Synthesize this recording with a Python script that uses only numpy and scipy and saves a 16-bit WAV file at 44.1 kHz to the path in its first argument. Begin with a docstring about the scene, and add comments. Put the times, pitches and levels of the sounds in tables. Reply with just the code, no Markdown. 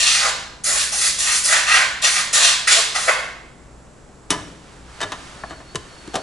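"""Ten hissing blasts of air, some way off in an echoing workshop: a blower sweeps a graphics card.
The nozzle hisses, and the jet rushes through the heat sink's fins and roars in the hollow fan cover.
Then, close by, the card knocks against the steel computer case, clatters into place and is pressed
into its slot. Each knock rings the case, and the hand's grip shortens the ring. A soft hiss and a
faint whistle join the knocks; quiet room air and mains hum lie under it all."""
import sys
import numpy as np
from scipy import signal
from scipy.fft import rfft, irfft, next_fast_len
from scipy.io import wavfile
from scipy.ndimage import uniform_filter1d

SR = 44100
rng = np.random.default_rng(int(sys.argv[2]) if len(sys.argv) > 2 else 0)


def dump_mix(stems):
    """Bounce the given channels to the path in sys.argv[1] as a 16-bit WAV at rate SR."""
    frames = np.atleast_2d(stems).T  # one column per channel
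    limited = np.clip(frames, -1, 1)  # hard clip at full scale
    pcm = np.round(limited * 32767).astype(np.int16)
    wavfile.write(sys.argv[1], SR, pcm)


N = 274302
TIME = np.arange(N) / SR
FFT_SIZE = 2 * next_fast_len(N // 2 + SR // 8)
HZ = np.fft.rfftfreq(FFT_SIZE, 1 / SR)
TOP_HZ = 11100

# Each pull of the blower's trigger: start_s, end_s, hiss_db, hiss_fall_db_per_s, rush_db
TRIGGER_PULLS = [(-.02, 0.304, -20, 30, -23), (0.639, 0.86, -17.5, 16, -31.5),
                 (0.919, 1.1, -21.5, -21, -30.5), (1.184, 1.396, -18.5, -1, -26),
                 (1.437, 1.633, -13.5, 82, -45), (1.667, 1.844, -23.5, 32, -24.5),
                 (2.019, 2.226, -18.5, 43, -28), (2.33, 2.543, -13.5, 64, -20),
                 (2.673, 2.824, -21.5, 6, -27), (2.948, 3.129, -27.5, -1, -28)]
# The jet crosses an opening in the card: middle_s, half_length_s, rush_db, roar_db, tilt_db_per_octave
JET_SWEEPS = [(0.013, 0.13, -16, -26, 5), (0.257, 0.04, -43, -19, -7.5), (0.729, 0.059, -37, -24.5, -2.5),
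              (0.801, 0.023, -21.5, -27.5, 11.5), (0.933, 0.02, -55, -27.5, -10),
              (1.053, 0.034, -21, -30, 2), (1.282, 0.036, -37, -21, 2.5), (1.538, 0.043, -19.5, -16.5, 0.5),
              (1.733, 0.067, -23, -12.5, 0.5), (2.05, 0.022, -13.5, -15.5, -1.5),
              (2.187, 0.027, -25.5, -22.5, -2), (2.378, .022, -17.5, -15.5, -0.5),
              (2.464, 0.03, -13, -18.5, -1.5), (2.693, 0.029, -17, -17, 4.5),
              (2.725, 0.029, -13.5, -25.5, -14), (2.786, 0.016, -19, -20, -10.5),
              (2.96, 0.024, -23, -20, -8.5), (3.091, 0.01, -37, -8, -5), (3.138, 0.007, -40, -25, 13)]
# The tone colours of the nozzle's hiss, the fins' rush and the fan cover's roar: pitch_hz, level_db
HISS_COLOUR = [(300, -2), (600, -40), (1500, -28), (3000, -11), (6500, -2), (10500, -3.5)]
RUSH_COLOUR = [(500, -34), (1200, -15), (2500, -3.5), (4000, -1), (7200, -6), (8800, -11), (11000, -28)]
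ROAR_COLOUR = [(300, -7), (450, -16.5), (580, -15.5), (700, -12), (850, -11.5), (1100, -4.5), (1500, -3.5),
               (1800, 1), (2500, -6), (5000, -16.5), (11000, -31)]
# Narrow, steady resonances that ring in the air as it passes: pitch_hz, width_hz, strength_db
AIR_RESONANCES = [(1085, 24, -25), (1468, 27, -8), (1684, 40, -20), (1727, 9.3, -13), (4144, 39, -3),
                  (7550, 110, -4)]
# How long the room's echo takes to fade by 60 dB: pitch_hz, fade_s
ECHO_FADES = [(200, 1.1), (550, 0.75), (1400, 0.72), (3700, 0.7054), (7000, 0.58), (10500, 0.45)]
# How alike the left and right microphones sound: pitch_hz, likeness (0 to 1)
STEREO_LIKENESS = [(60, 0.97), (300, 0.7), (800, 0.73), (1800, 0.69), (4000, 0.64), (9000, 0.78)]
# How far the left wave runs ahead of the right: pitch_hz, lead_radians
LEFT_LEAD = [(60, -0.22), (700, 0.32), (2000, 0.75), (4500, 0.3), (8000, -0.67)]
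# How much louder the left is than the right: pitch_hz, difference_db
LEFT_BOOST = [(100, 1.5), (400, 1.7), (1000, -0.9), (2000, -2), (4500, -1.5), (9000, -0.89)]
# The tone colour of the room's steady air: pitch_hz, level_db
ROOM_AIR_COLOUR = [(25, -12), (60, -4.5), (88, -17.5), (128, -11), (254, -14), (400, -16), (650, -19.5),
                   (900, -22), (1400, -25), (2200, -31.5), (3200, -36), (4600, -37), (6200, -36),
                   (7700, -31.5), (9000, -41), (11000, -42)]
# The tones of the mains hum: pitch_hz, level_db
HUM_TONES = [(59.5, -53.5), (122, -59.5), (210, -74)]
# The card hits the case: start_s, clack_db, board_knock_db, case_thud_db, bright_db_per_octave, fade_s
CARD_HITS = [(4.3046, -23, -35.5, -23.5, 2.5, 0.11), (4.322, -26, -32, -32, -7, 0.22),
             (5.0047, -32, -36, -57, -3, 0.051), (5.0141, -25.5, -38, -40, -2, 0.088),
             (5.029, -26.5, -32, -34, -2.5, 0.073), (5.12, -29, -37.5, -40, -2.5, 0.075),
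             (5.4362, -32.5, -33.5, -45, -17, .022), (5.497, -46, -44, -54, -1, 0.1),
             (5.508, -35.5, -37.5, -37.5, -5.5, 0.1), (5.603, -45.5, -47, -50, -8, 0.05),
             (5.748, -43, -40, -31, -0.5, 0.0066), (5.7561, -29.5, -45, -30, 0.5, 0.035),
             (6.076, -49.5, -64, -35, 0.5, 0.019), (6.136, -42, -45, -54, -3, 0.09),
             (6.1418, -34, -24, -34, -1.5, 0.081), (6.1549, -27.5, -28.5, -28.5, 0.2, 0.077)]
# The borders of a hit's six bands (thud, knock, clack, click, tick, fizz): edge_hz
BAND_EDGES_HZ = [65, 420, 850, 2050, 5200, 8300, 11200]
# The notes of the case with the card in it, before any grip: pitch_hz, strength_db, ring_s
CASE_NOTES = [(94, 16, 0.16), (170, 13.5, 0.07), (295, 21, 0.14), (408, 18, 0.28), (635, 2, 0.097),
              (678, 4, 0.21), (940, -11, 0.056), (1016, 6, 0.066), (1190, 6, 0.056), (1390, -3, 0.062),
              (1760, -19, 0.28), (1730, 5, 0.071), (3010, 12.5, 0.045), (3680, 9, 0.067), (5700, 2, 0.021),
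              (6420, 4, 0.012), (7900, 0, 0.0065), (10000, -13, 0.014)]
# The harder the hand presses, the less ring time the case keeps: time_s, ring_share (0 to 1)
HAND_GRIP = [(4.3, 0.63), (5.01, 1), (5.06, 0.11), (5.76, 0.38), (6.15, 0.075)]
# The swells of a soft hiss while the card is fitted: time_s, level_db
SOFT_HISS_SWELLS = [(4.3, -40), (4.6, -51.5), (4.72, -48), (4.83, -51.5), (5.0, -41), (5.28, -40.5),
                    (5.66, -48.5), (6.0, -45), (6.22, -42)]
# The tone colour of that hiss: pitch_hz, level_db
SOFT_HISS_COLOUR = [(200, -2), (600, 0), (1400, 2.5), (2500, -2.5), (4500, -5), (7500, -9.5), (9500, -13),
                    (11000, -16.5)]
# The path of a faint, thin whistle: time_s, pitch_hz, level_db
WHISTLE_PATH = [(5.4, 4520, -61), (5.5, 4360, -54), (5.64, 4400, -62), (5.69, 4330, -54), (5.73, 4480, -51),
                (5.78, 4430, -65), (6.0, 4380, -54), (6.22, 4420, -49)]


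def from_db(db):
    """Turns decibels into a number to multiply by."""
    return 10 ** (np.asarray(db) / 20)


def unit(x):
    """Scales a signal so that its average size (rms) is 1."""
    return x / np.sqrt(np.mean(x ** 2) + 1e-20)


def at_pitch(table, hz):
    """Reads a table between its rows, giving each octave equal room."""
    pitches, values = np.transpose(table)
    return np.interp(np.log(hz + 1), np.log(pitches + 1), values)


def at_time(table, t):
    """Reads every column of a table at the times t."""
    times, *columns = np.transpose(table)
    return [np.interp(t, times, column) for column in columns]


def shape(x, gain):
    """Turns each frequency in HZ up or down by its own gain."""
    return irfft(rfft(x, FFT_SIZE) * gain, FFT_SIZE)[..., :N]


def resonate(x, hz, width_hz):
    """Lets a sound ring in a narrow band around one pitch."""
    return signal.lfilter(*signal.iirpeak(hz, hz / width_hz, SR), x)


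def jet_levels(t, spill_db=-5, spill_tilt_db=-1.5, edge_hiss_db=-7):
    """Hiss, rush and roar in dB, and the roar's tilt toward treble; they swell at each opening."""
    starts, _, hiss_db, fall_db, rush_db = np.transpose(TRIGGER_PULLS)
    blast = np.maximum(np.searchsorted(starts - .02, t) - 1, 0)
    age = np.clip(t - starts[blast], 0, .5)
    hiss = from_db(hiss_db[blast] - fall_db[blast] * age) ** 2
    rush = from_db(rush_db[blast]) ** 2
    roar = rush * from_db(spill_db) ** 2  # some of the rush spills into the fan cover
    tilt = roar * spill_tilt_db
    for middle_s, half_s, fins_db, cover_db, tilt_db in JET_SWEEPS:
        swell = np.exp(-((t - middle_s) / half_s) ** 2)
        hiss += swell * from_db(fins_db + edge_hiss_db) ** 2  # the opening's edges hiss too
        rush += swell * from_db(fins_db) ** 2
        roar += swell * from_db(cover_db) ** 2
        tilt += swell * from_db(cover_db) ** 2 * tilt_db
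    return *(10 * np.log10([hiss, rush, roar])), tilt / roar


def blower(eddy_db=0.6, flutter_db=-1.63, pivot_hz=1400, open_s=.008, close_s=0.039):
    """Swirling air: hiss, rush and roar share one valve, flutter together and ring a few narrow, steady
    resonances."""
    hz, t, noise = signal.stft(rng.standard_normal(N), SR, nperseg=256)
    hiss_db, rush_db, roar_db, tilt_db = jet_levels(t)
    hiss, rush, roar = (unit(from_db(at_pitch(colour, hz)) * (hz < 1.03 * TOP_HZ))[:, None]
                        for colour in (HISS_COLOUR, RUSH_COLOUR, ROAR_COLOUR))
    octaves = np.log2(np.clip(hz, 620, 4000) / pivot_hz)[:, None]
    power = (hiss * from_db(hiss_db)) ** 2 + (rush * from_db(rush_db)) ** 2
    power += (roar * from_db(roar_db + tilt_db * octaves)) ** 2
    eddies = uniform_filter1d(rng.standard_normal(noise.shape), size=5, axis=0)
    eddies = unit(uniform_filter1d(eddies, size=10, axis=1))  # random patches in pitch and time
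    flutter = unit(uniform_filter1d(rng.standard_normal(len(t)), size=5))
    wobble = from_db(eddy_db * eddies + flutter_db * flutter)
    air = signal.istft(noise * np.sqrt(power) * wobble, SR, nperseg=256)[1][:N]
    valve = sum(np.clip((TIME - start) / open_s + .5, 0, 1) * np.clip((end - TIME) / close_s + .5, 0, 1)
                for start, end, *_ in TRIGGER_PULLS)
    air = signal.sosfilt(signal.butter(6, 540, "high", fs=SR, output="sos"), air * valve)
    return air + sum(from_db(db) * resonate(air, pitch, width) for pitch, width, db in AIR_RESONANCES)


def microphones(first, second):
    """Two unrelated sounds reach a close pair of microphones partly alike and slightly out of step."""
    likeness = np.clip(at_pitch(STEREO_LIKENESS, HZ), 0, 1)
    right = shape(first, likeness) + shape(second, np.sqrt(1 - likeness ** 2))
    lean = from_db(at_pitch(LEFT_BOOST, HZ) / 2) * np.exp(.5j * at_pitch(LEFT_LEAD, HZ))
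    return np.array([shape(first, lean), shape(right, 1 / lean)])


def room_echo(x, early_db, tail_db, early_fade_s, drift_hz=2.497, patterns=3):
    """Quick bounces off bench and walls, then a long tail; the pattern drifts as the source moves."""
    t = TIME[:SR]
    echoes = np.zeros((2, N))
    for k in range(patterns):
        early = rng.standard_normal((2, SR)) * from_db(-60 * t / early_fade_s)
        hz, age, noise = signal.stft(rng.standard_normal((2, SR)), SR, nperseg=256)
        fade = from_db(-60 * age / at_pitch(ECHO_FADES, hz)[:, None])
        tail = signal.istft(noise * fade, SR, nperseg=256)[1][:, :SR]
        tail *= 1 - np.exp(-t / 0.0017)
        pattern = (from_db(early_db) * unit(early) + from_db(tail_db) * unit(tail)) / np.sqrt(SR)
        # the patterns take turns while their total power stays the same
        share = np.sqrt(2 / patterns) * np.cos(np.pi * (drift_hz * TIME + k / patterns))
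        echoes += signal.fftconvolve((x * share)[None], pattern, axes=1)[:, :N]
    return microphones(*echoes)


def surrounding_air(colour):
    """Steady noise of one tone colour that arrives from all around."""
    gain = from_db(at_pitch(colour, HZ)) * (HZ < TOP_HZ)
    return microphones(*unit(shape(rng.standard_normal((2, N)), gain)))


def mains_hum():
    """The electric supply hums with a few low, steady tones."""
    return sum(from_db(db) * unit(np.sin(2 * np.pi * (hz * TIME + rng.random()))) for hz, db in HUM_TONES)


def hit_levels(clack_db, bright_db, centre_hz=1360, droop_db=0.76, fizz_offset_db=-4):
    """Clack, click, tick and fizz in dB: an arch over the octaves, tilted by the hit's brightness."""
    edges = np.array(BAND_EDGES_HZ[2:-1])
    octaves = np.log2(np.sqrt(edges[:-1] * edges[1:]) / centre_hz)
    clack, click, tick = clack_db + bright_db * octaves - droop_db * octaves ** 2
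    fizz = tick + min(tick - click, 0) + fizz_offset_db  # a soft hit keeps falling toward the top
    return clack, click, tick, fizz


def card_hit(levels_db, fade_s, ring_share, bass_hold=0.49, rise_s=0.0003, strike_db=-6):
    """A brief clatter rings the case; the heavier, lower part of the hit lasts longer."""
    t = TIME[:SR // 2]
    hit = np.zeros(len(t))
    for low_hz, high_hz, db in zip(BAND_EDGES_HZ, BAND_EDGES_HZ[1:], levels_db):
        band_fade_s = fade_s * (BAND_EDGES_HZ[-3] / high_hz) ** bass_hold
        clatter = rng.standard_normal(len(t)) * from_db(-60 * t / band_fade_s) * (1 - np.exp(-t / rise_s))
        clatter[0] = from_db(strike_db) * np.linalg.norm(clatter)  # the first hard touch
        band = signal.sosfilt(signal.butter(4, [low_hz, high_hz], "band", fs=SR, output="sos"), clatter)
        ring = sum(from_db(note_db) * resonate(band, hz, np.log(1000) / np.pi / (ring_s * ring_share))
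                   for hz, note_db, ring_s in CASE_NOTES if low_hz < hz < high_hz)
        # the level counts as if all the energy came within 20 ms
        hit += from_db(db) * unit(band + ring) * np.sqrt(.02 * SR / len(t))
    return hit


def card_knocks():
    """The card hits the case again and again, while the hand's grip damps the ringing."""
    knocks = np.zeros(N + SR)
    for start_s, clack_db, knock_db, thud_db, bright_db, fade_s in CARD_HITS:
        ring_share = np.clip(at_time(HAND_GRIP, start_s)[0], .1, 1)
        hit = card_hit([thud_db, knock_db, *hit_levels(clack_db, bright_db)], fade_s, ring_share)
        knocks[round(start_s * SR):][:len(hit)] += hit
    return knocks[:N]


def soft_hiss():
    """A soft hiss swells and sinks while the card goes in."""
    level_db, = at_time(SOFT_HISS_SWELLS, TIME)
    return from_db(level_db) * (TIME > SOFT_HISS_SWELLS[0][0]) * surrounding_air(SOFT_HISS_COLOUR)


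def faint_whistle(waver_depth_hz=50, waver_rate_hz=150, flicker_db=3, flicker_rate_hz=25):
    """One thin tone whose pitch wavers and whose loudness flickers at random."""
    pitch_hz, level_db = at_time(WHISTLE_PATH, TIME)
    waver, flicker = (unit(shape(rng.standard_normal(N), np.exp(-(HZ / rate) ** 2)))
                      for rate in (waver_rate_hz, flicker_rate_hz))
    tone = np.sin(2 * np.pi * np.cumsum(pitch_hz + waver_depth_hz * waver) / SR)
    return unit(tone * from_db(flicker_db * flicker)) * from_db(level_db) * (TIME > WHISTLE_PATH[0][0])


def scene(pan_db=0.9, room_air_db=-45):
    """The blower is heard through the room's echo; the case stands near, a little to the left."""
    blasts = room_echo(blower(), early_db=-2.5, tail_db=-3.5, early_fade_s=0.022)
    knocks = card_knocks()
    sides = np.array([[1], [-1]])  # left, right
    near_knocks = shape(knocks, np.exp(.5j * at_pitch(LEFT_LEAD, HZ) * sides)) * from_db(pan_db * sides)
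    knock_echo = room_echo(knocks, early_db=-14.5, tail_db=-13.0, early_fade_s=0.1)
    background = mains_hum() + faint_whistle() + soft_hiss()
    background += from_db(room_air_db) * surrounding_air(ROOM_AIR_COLOUR)
    return blasts + near_knocks + knock_echo + background


def record(dry):
    """Clips any peak beyond full scale, then removes the treble above TOP_HZ."""
    lowpass = signal.firwin(701, TOP_HZ, window=("kaiser", 8), fs=SR)
    return signal.oaconvolve(np.clip(dry, -1, 1), lowpass[None], "same")


dry = scene()
out = record(dry)
dump_mix(out)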